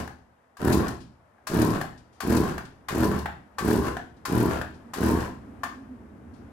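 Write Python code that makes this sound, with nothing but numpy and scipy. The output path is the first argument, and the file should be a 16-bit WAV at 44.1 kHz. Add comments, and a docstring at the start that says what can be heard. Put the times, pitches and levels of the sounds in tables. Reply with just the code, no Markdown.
"""A brushcutter's cold two-stroke engine is pull-started again and again and never fires.
On each pull the pawls (small catches) grab the flywheel, the rope whirrs, and the piston pumps two
strong puffs a turn through the muffler. Then a spring rewinds the rope and the handle knocks home.
Cord and harness rustle, house walls echo around the paved yard, and distant traffic slowly swells."""
import sys
import numpy as np
from scipy import signal
from scipy.fft import rfft, irfft, next_fast_len
from scipy.io import wavfile
from scipy.ndimage import map_coordinates

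SR = 44100
rng = np.random.default_rng(int(sys.argv[2]) if len(sys.argv) > 2 else 0)


def wrap_up_sound(samples):
    """Save the sound to the file named by the first command line argument, as 16-bit audio."""
    columns = np.atleast_2d(samples).T
    # keep every value between -1 and 1, then stretch to whole-number steps
    tamed = np.clip(columns, -1, 1)
    steps = np.round(tamed * 32767).astype(np.int16)
    wavfile.write(sys.argv[1], SR, steps)


N = 287532


def amp(db):
    """Turn decibels into a gain."""
    return 10 ** (np.asarray(db) / 20)

def unit(x):
    """Scale a signal to an average (rms) level of 1."""
    return x / np.sqrt(np.mean(x ** 2) + 1e-20)

def along(points, hz):
    """Read between the rows of a (frequency, value) table, on a log frequency scale."""
    freqs, values = np.transpose(points)
    return np.interp(np.log(hz + 1), np.log(freqs), values)

def wobble(rate, size):
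    """A smooth curve through `rate` random values a second."""
    steps = np.arange(0, size * rate / SR + 1, 1 / 8)
    values = rng.standard_normal(int(size * rate / SR) + 4)
    return np.interp(np.arange(size) * rate / SR, steps, map_coordinates(values, [steps]))

def filtered(x, response):
    """Scale each frequency in x by response(frequency)."""
    size = x.shape[-1]
    padded = next_fast_len(size + 8192)
    return irfft(rfft(x, padded) * response(np.fft.rfftfreq(padded, 1 / SR)), padded)[..., :size]

def ring(spectrum, size=8192):
    """How a body with this spectrum rings after one tap, with a peak of 1."""
    cepstrum = irfft(np.log(amp(along(spectrum, np.fft.rfftfreq(size, 1 / SR))) + 1e-6))
    cepstrum[1:size // 2] *= 2  # folding it puts all the ringing after the tap
    cepstrum[size // 2 + 1:] = 0
    response = irfft(np.exp(rfft(cepstrum)))
    return response / np.abs(response).max()

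# How alike left and right are: (frequency [Hz], likeness [0 to 1])
STEREO_LIKENESS = [(60, .98), (130, 0.93), (290, 0.84), (640, 0.26), (1400, 0), (3100, 0.44), (7000, 0)]
def noise(spectrum, size):
    """Stereo noise of level 1, alike on both sides in the bass and mostly unrelated in the treble."""
    def shape(hz):
        angle = np.arccos(np.clip(along(STEREO_LIKENESS, hz), -1, 1)) / 2
        return amp(along(spectrum, hz)) * [np.cos(angle), np.sin(angle)]
    mid, side = filtered(rng.standard_normal((2, size)), shape)
    return unit(np.array([mid + side, mid - side]))

def fuzzy_tone(hz, width, size):
    """A narrow band of noise around a pitch, at level 1."""
    phase = 2 * np.pi * np.cumsum(hz * np.ones(size)) / SR
    return unit(wobble(width, size) * np.cos(phase) + wobble(width, size) * np.sin(phase))

def fade(t, t60):
    """Start at t = 0 and die away by 60 dB every t60 seconds (the fade time)."""
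    return (t >= 0) * np.exp(-np.log(1000) * np.abs(t) / t60)

def swell(t, peak, width):
    """A smooth rise and fall, 1 at the peak."""
    return np.exp(-((t - peak) / width) ** 2)

def add(track, s, x):
    """Mix x into the track from s seconds on."""
    start = round(s * SR)
    x = x[:, max(-start, 0):max(N - start, 0)]
    track[:, max(start, 0):][:, :x.shape[1]] += x

# How long the yard echoes: (frequency [Hz], fade time [s])
TAIL_FADE = [(100, 0.74), (300, 0.49), (1200, 0.34), (5000, 0.44), (14000, 0.29)]
# The echo's tail, and the single echo off the house front: (frequency [Hz], level [dB])
TAIL_TONE = [(100, -1), (350, -3.5), (900, 0.5), (3000, -0.5), (12000, -5)]
HOUSE_TONE = [(300, -18), (700, -2), (1200, -17), (2500, -39), (6000, -40)]
def yard(x, build_s=.0074, house_delay_s=.0285):
    """Add a dull echo off the house and a soft, fading tail of yard echo."""
    hz, t, spectra = signal.stft(noise([(1, 0)], SR * 3 // 4), SR, nperseg=256)
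    t60 = along(TAIL_FADE, hz)[:, None]
    gain = amp(along(TAIL_TONE, hz))[:, None] * np.sqrt(2 * np.log(1000) / (t60 * SR))
    build_up = 1 - np.exp(-(t / build_s) ** 2)
    tail = signal.istft(spectra * gain * fade(t, t60) * build_up, SR, nperseg=256)[1]
    echo = filtered(x, lambda f: amp(along(HOUSE_TONE, f)) * np.exp(-2j * np.pi * f * house_delay_s))
    return x + echo + signal.fftconvolve(x, tail, axes=1)[:, :x.shape[1]]


# Each pull has its own clock t, 0 at its first full puff. Times and speeds within a pull
# are given on that clock, which the pull's stretch makes a little faster.
LEAD_S, TOP_TURNS_PER_S = .07, 38.7
def onset(t, attack_s):
    """A straight rise from 0 to 1 as the pull starts."""
    return np.clip((t + LEAD_S) / attack_s, 0, 1)

def crank_speed(t, first_puff_speed=30.2, spin_up=215, let_go_s=.092, coast_s=.178):
    """Turns a second: the arm spins the crank up to top speed, then it coasts against compression."""
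    driven = np.clip(first_puff_speed + spin_up * t, 1, TOP_TURNS_PER_S)
    return driven * np.exp(-np.maximum(t - let_go_s, 0) / coast_s)

# Air through the muffler, and air spitting through the first port: (frequency [Hz], level [dB])
MUFFLER_TONE = [(28, -44), (50, -13.5), (76, 2), (96, -8), (118, 0), (148, -0.5), (225, -0.5), (280, -1),
                (340, 0), (440, -4.5), (510, -20), (950, -20.5), (1900, -41), (6000, -95)]
SPIT_TONE = [(1500, -48), (3500, 1), (7000, 0.5), (13000, 9), (16000, 0)]
def piston(t, turns, effort_db):
    """Each turn three ports (openings) gulp air through the muffler in order; the first also spits."""
    puffs, spits = np.zeros((2, len(t)))
    for part_of_turn, db, leaky in [(0, 0, False), (.36, 0, True), (.5, -10, True)]:
        opens = np.flatnonzero(np.diff(np.floor(turns - part_of_turn)) > 0)
        # on a slow turn, pressure leaks away before the later ports open
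        leak_db = leaky * np.interp(t[opens], [.11, .2], [0, -4])
        uneven_db = rng.normal(0, .23, 32)[:len(opens)]
        puffs[opens] += amp(effort_db[opens] + db + leak_db + uneven_db)
    for i in np.flatnonzero(np.diff(np.floor(turns)) > 0):
        coast_db = np.interp(t[i], [.11, .14], [0, -6])  # a coasting crank spits less
        spits += amp(effort_db[i] + coast_db) * fade(t - t[i] - .003, t60=.039)
    # the minus sign: an unfired cylinder sucks first, then the air rebounds
    thumps = -signal.fftconvolve(puffs, ring(MUFFLER_TONE))[:len(t)]
    churn = amp(effort_db - 34) * noise(MUFFLER_TONE, len(t))  # swirling air between the puffs
    return amp(-12) * thumps + churn + amp(-33) * spits * noise(SPIT_TONE, len(t))

# The pulley's rattle, and the rope's hiss (also used for scrapes and cracks):
# (frequency [Hz], level [dB])
RATTLE_TONE = [(300, -1), (520, 0), (800, -2), (1150, -6), (1400, -2), (1750, -4), (2050, -14.5),
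               (3000, -17.5), (6000, -37.5)]
HISS_TONE = [(1000, -28), (2400, -2), (3300, -5.5), (4500, 1), (6000, -2.5), (7200, -2), (9000, -5.5),
             (12000, -5), (16000, -15)]
def starter(t, speed, rattle_db, hiss_db, rewind_db, ticks_per_s=90, song_hz=993.4, rise_hz=112.1):
    """The rope hisses out and back through its guide; the pulley chatters and sings; loose pawls tick."""
    size = len(t)
    octaves = np.log2(speed / TOP_TURNS_PER_S)  # a slower pull is quieter
    draw = onset(t, .026) * fade(np.maximum(t - .097, 0), t60=.14)
    rewind = swell(t, peak=.208, width=.075)  # the spring's speed
    rope_zip = amp(-44.5) * swell(t, peak=.135, width=.02)  # the last of the rope leaves the pulley
    rattle_gain = np.hypot(draw * amp(-32.5 + 11 * octaves), rewind * amp(-34.5 + rewind_db))
    outward_hiss = np.hypot(draw * amp(-41.5 + 9 * octaves), rope_zip)
    hiss_gain = np.hypot(outward_hiss, rewind * amp(-46.5 + rewind_db))

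    chatter = wobble(261.1, size)
    contacts = (rng.random(size) < ticks_per_s / SR) * rng.random(size)
    one_tick = fade(np.arange(SR // 10) / SR, t60=.034)
    ticks = 1 + amp(1) * signal.fftconvolve(contacts, one_tick)[:size]
    rattle = amp(rattle_db) * rattle_gain * unit(ticks * amp(3.5 * chatter) * noise(RATTLE_TONE, size))
    hiss = amp(hiss_db) * hiss_gain * unit(ticks * amp(1.7 * chatter) * noise(HISS_TONE, size))

    flutter = 1 + .0358 * wobble(34.81, size)
    song = fuzzy_tone((song_hz + rise_hz * rewind) * flutter, 150.7, size)
    return rattle + hiss + amp(-38.5) * swell(t, peak=.13, width=.14) * song

# The pulls on the rope:
# (time of first full puff [s], stretch [factor], puffs [dB], rattle [dB], hiss [dB], rewind [dB])
ROPE_PULLS = [(-.262, 0.96, 0.5, 1.5, 2, 1), (.649, .9, 3, 2, -3.5, 0), (1.540, 0.99, 2, .5, -1.5, -0.5),
              (2.274, .94, 2, 0, -1.5, .5), (2.952, 0.95, .5, 1, -2, -1.5), (3.650, .998, 1, -.5, -0.5, 0),
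              (4.323, 0.97, 1.5, -0.5, -2.5, 2), (5.008, .95, 1, 0.5, -1, 0)]
def pulls(port_lead_s=.0024, halt_s=.413, braking_s=.076, weak_below_speed=27.2):
    """Each pull spins the crank, which drives the piston and the starter and coasts to a halt."""
    track = np.zeros((2, N))
    for s, stretch, puff_db, rattle_db, hiss_db, rewind_db in ROPE_PULLS:
        t = (np.arange(SR * 7 // 8) / SR - LEAD_S) / stretch
        speed = crank_speed(t)
        turns = np.cumsum(speed) / (SR * stretch)
        turns -= np.interp(0, t, turns)
        # the puffs build as the rope takes the load, and weaken once the crank is slow
        load_db = 20 * np.log10(onset(t, .089) + 1e-6)
        weak_db = 15.5 * np.minimum(np.log2(speed / weak_below_speed), 0)
        effort_db = puff_db - 3 + load_db + weak_db
        moving = np.clip((halt_s - t) / braking_s, 0, 1)
        sound = piston(t, turns, effort_db) + starter(t, speed, rattle_db, hiss_db, rewind_db)
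        add(track, s - LEAD_S - port_lead_s, yard(sound * moving))
    return track

# The road's low rumble and its tyre noise: (frequency [Hz], level [dB])
RUMBLE_TONE = [(20, -46), (40, -17), (52, -10), (72, -1.5), (100, -3), (150, -11.5), (235, -2), (335, -8.5),
               (450, -15.5), (800, -32), (2000, -84)]
TYRE_TONE = [(150, -43), (400, -9.5), (600, -4.5), (1000, -7), (1700, -12.5), (2500, -23), (4000, -32.5),
             (8000, -35), (13000, -37.5), (16000, -74)]
def traffic(nearest_s=5.35, pass_s=5.65, pass_width_s=.32, drone_hz=250):
    """A far road grows louder until its traffic is nearest, then holds; one droning engine passes."""
    t = np.arange(N) / SR
    seconds_to_go = np.maximum(nearest_s - t, 0)
    rumble = amp(-47.5 - 4.5 * seconds_to_go + 1.14 * wobble(9, N)) * noise(RUMBLE_TONE, N)
    tyres = amp(-55 - 1.77 * seconds_to_go + wobble(2.71, N)) * noise(TYRE_TONE, N)
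    nearness = 1 / (1 + ((t - pass_s) / pass_width_s) ** 2)
    engine = nearness * amp(-46.5 + 4 * wobble(15, N)) * fuzzy_tone(drone_hz, 65, N)
    return rumble + tyres + engine

# The low, middle and high notes of the engine's housing: (pitch [Hz], width [Hz], level [dB])
HOUSING_NOTES = [(774, 227, -4.5), (1131, 223, 1.5), (1669, 264, 8)]
def housing_hit(notes_db, ring_db, ring_t60, clack_db, clack_t60, crack_db, crack_t60, attack_s):
    """A hit makes the housing ring briefly, with a dull clack and a bright crack."""
    t = np.arange(SR // 2) / SR
    notes = sum(amp(db + strength_db) * unit(fade(t, ring_t60) * fuzzy_tone(hz, width, len(t)))
                for (hz, width, db), strength_db in zip(HOUSING_NOTES, notes_db))
    body = amp(ring_db) * notes + amp(clack_db) * clack(t, clack_t60)
    crack = amp(crack_db) * fade(t, crack_t60) * noise(HISS_TONE, len(t))
    return yard((1 - np.exp(-t / attack_s)) * (body + crack))

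# The dull part of a hit: (frequency [Hz], level [dB])
CLACK_TONE = [(300, -16), (600, -8), (850, -9), (1150, -8.5), (1450, 1.5), (1800, -6), (2300, -10.5),
              (3200, -15.5), (6000, -32)]
def clack(t, t60):
    """Two parts meet in a short burst of dull noise."""
    return fade(t, t60) * noise(CLACK_TONE, len(t))

# The handle's knocks and taps: (time [s], level [dB], ring [dB], crack [dB])
HANDLE_KNOCKS = [(.076, -33, -18, -14), (1.383, -58, -10, -25), (1.813, -22.5, -15.5, -10.5),
                 (2.58, -22.5, -21, -17), (3.258, -18.5, -20.5, -27), (3.968, -24, -17.5, -20.5),
                 (4.614, -20.5, -21, -20.5)]
# How hard it strikes the housing's notes: (low [dB], middle [dB], high [dB])
KNOCK_STRENGTHS = [-4.5, -18.5, -19.5]
def handle_knocks(lead_s=.0003):
    """The rewound handle hits the housing, short and hard."""
    track = np.zeros((2, N))
    for s, db, ring_db, crack_db in HANDLE_KNOCKS:
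        hit = housing_hit(KNOCK_STRENGTHS, ring_db, ring_t60=.025, clack_db=-7, clack_t60=.044,
                          crack_db=crack_db, crack_t60=.052, attack_s=.00036)
        add(track, s - lead_s, amp(db) * hit)
    return track

# The pawls catch, the last time on a mere tug:
# (time [s], level [dB], ring [dB], crack [dB], fade length [factor])
PAWL_CATCHES = [(.569, -40, -16, -9.5, 0.91), (1.47, -22.5, -20.5, -9, 1), (2.204, -22.5, -19, -10, .9),
                (2.885, -18.5, -20.5, -15, 0.97), (3.584, -20, -16, -13, 1), (4.2524, -21, -20, -10, 1),
                (4.9357, -25, -16, -8.5, 1), (5.634, -18, -15.5, -17, 0.63)]
# How hard they strike the housing's notes: (low [dB], middle [dB], high [dB])
PAWL_STRENGTHS = [-13, -10, -22]
def pawls(lead_s=.0005):
    """The pawls fly out and scrape into the flywheel as a pull begins."""
    track = np.zeros((2, N))
    for s, db, ring_db, crack_db, length in PAWL_CATCHES:
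        hit = housing_hit(PAWL_STRENGTHS, ring_db, ring_t60=.058 * length,
                          clack_db=-9, clack_t60=.11 * length,
                          crack_db=crack_db, crack_t60=.12 * length, attack_s=.0014)
        add(track, s - lead_s, amp(db) * hit)
    return track

def rubs(rows, spectrum, attack_s):
    """Rubbing makes short bursts of noise that echo in the yard."""
    envelope, t = np.zeros((1, N)), np.arange(SR // 2) / SR
    for s, db, t60 in rows:
        add(envelope, s, amp(db) * (1 - np.exp(-t / attack_s)) * fade(t, t60)[None])
    return yard(envelope * noise(spectrum, N))

# The rope's scrapes: (time [s], level [dB], fade time [s])
ROPE_SCRAPES = [(.725, -25, 0.084), (.776, -31, 0.035), (.881, -27, 0.037), (1.616, -21.5, 0.034),
                (1.702, -30.5, 0.042), (2.365, -25, 0.057), (3.041, -26, 0.045), (3.187, -33.5, 0.055)]
def rope_scrapes():
    """The rope rubs against its guide."""
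    return rubs(ROPE_SCRAPES, HISS_TONE, attack_s=.0033)

# The clearest rustles: (time [s], level [dB], fade time [s])
HARNESS_RUSTLES = [(1.002, -52, 0.16), (1.975, -52, 0.087), (2.125, -65, 0.47), (2.65, -46, 0.077),
                   (4.165, -64, 0.14), (4.74, -58.5, 0.15), (6.335, -63, .25)]
# Their tone: (frequency [Hz], level [dB])
RUSTLE_TONE = [(1200, -17), (2800, 2), (5000, 3.5), (7500, -4), (10000, -6), (16000, -35)]
def harness(fidgets_per_s=4.2):
    """Cord and harness rustle now and then, with fainter, softer fidgets at random."""
    times = np.cumsum(rng.exponential(1 / fidgets_per_s, size=64))
    levels_db = rng.normal(-86, 2, size=64)
    fidgets = [(s, db, .2) for s, db in zip(times, levels_db) if s < N / SR]
    rustles = rubs(HARNESS_RUSTLES, RUSTLE_TONE, attack_s=.0035)
    return rustles + rubs(fidgets, RUSTLE_TONE, attack_s=.023)

def scene():
    """The brushcutter in the yard, over the traffic."""
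    return pulls() + pawls() + handle_knocks() + rope_scrapes() + harness() + traffic()

# How much louder the left side is than the right: (frequency [Hz], level [dB])
LEFT_BOOST = [(60, -3), (110, 5), (200, -4.5), (380, 1.5), (700, 1), (1300, 4.5), (2400, 7), (4000, 9),
              (6300, 26.5), (10000, 14.5), (15000, 13)]
def record(dry, left_lead_s=.00005, top_hz=16000):
    """Sound reaches the left microphone first; the right is shaded and dull. The top treble is cut."""
    def microphones(hz):
        ratio = amp(along(LEFT_BOOST, hz))
        left = ratio * np.exp(2j * np.pi * hz * left_lead_s)
        return np.array([left, np.ones_like(ratio)]) * np.sqrt(2 / (1 + ratio ** 2))
    stereo = filtered(dry, microphones)
    return filtered(stereo, lambda hz: 1 / (1 + (hz / top_hz) ** 160))


dry = scene()
out = record(dry)
wrap_up_sound(out)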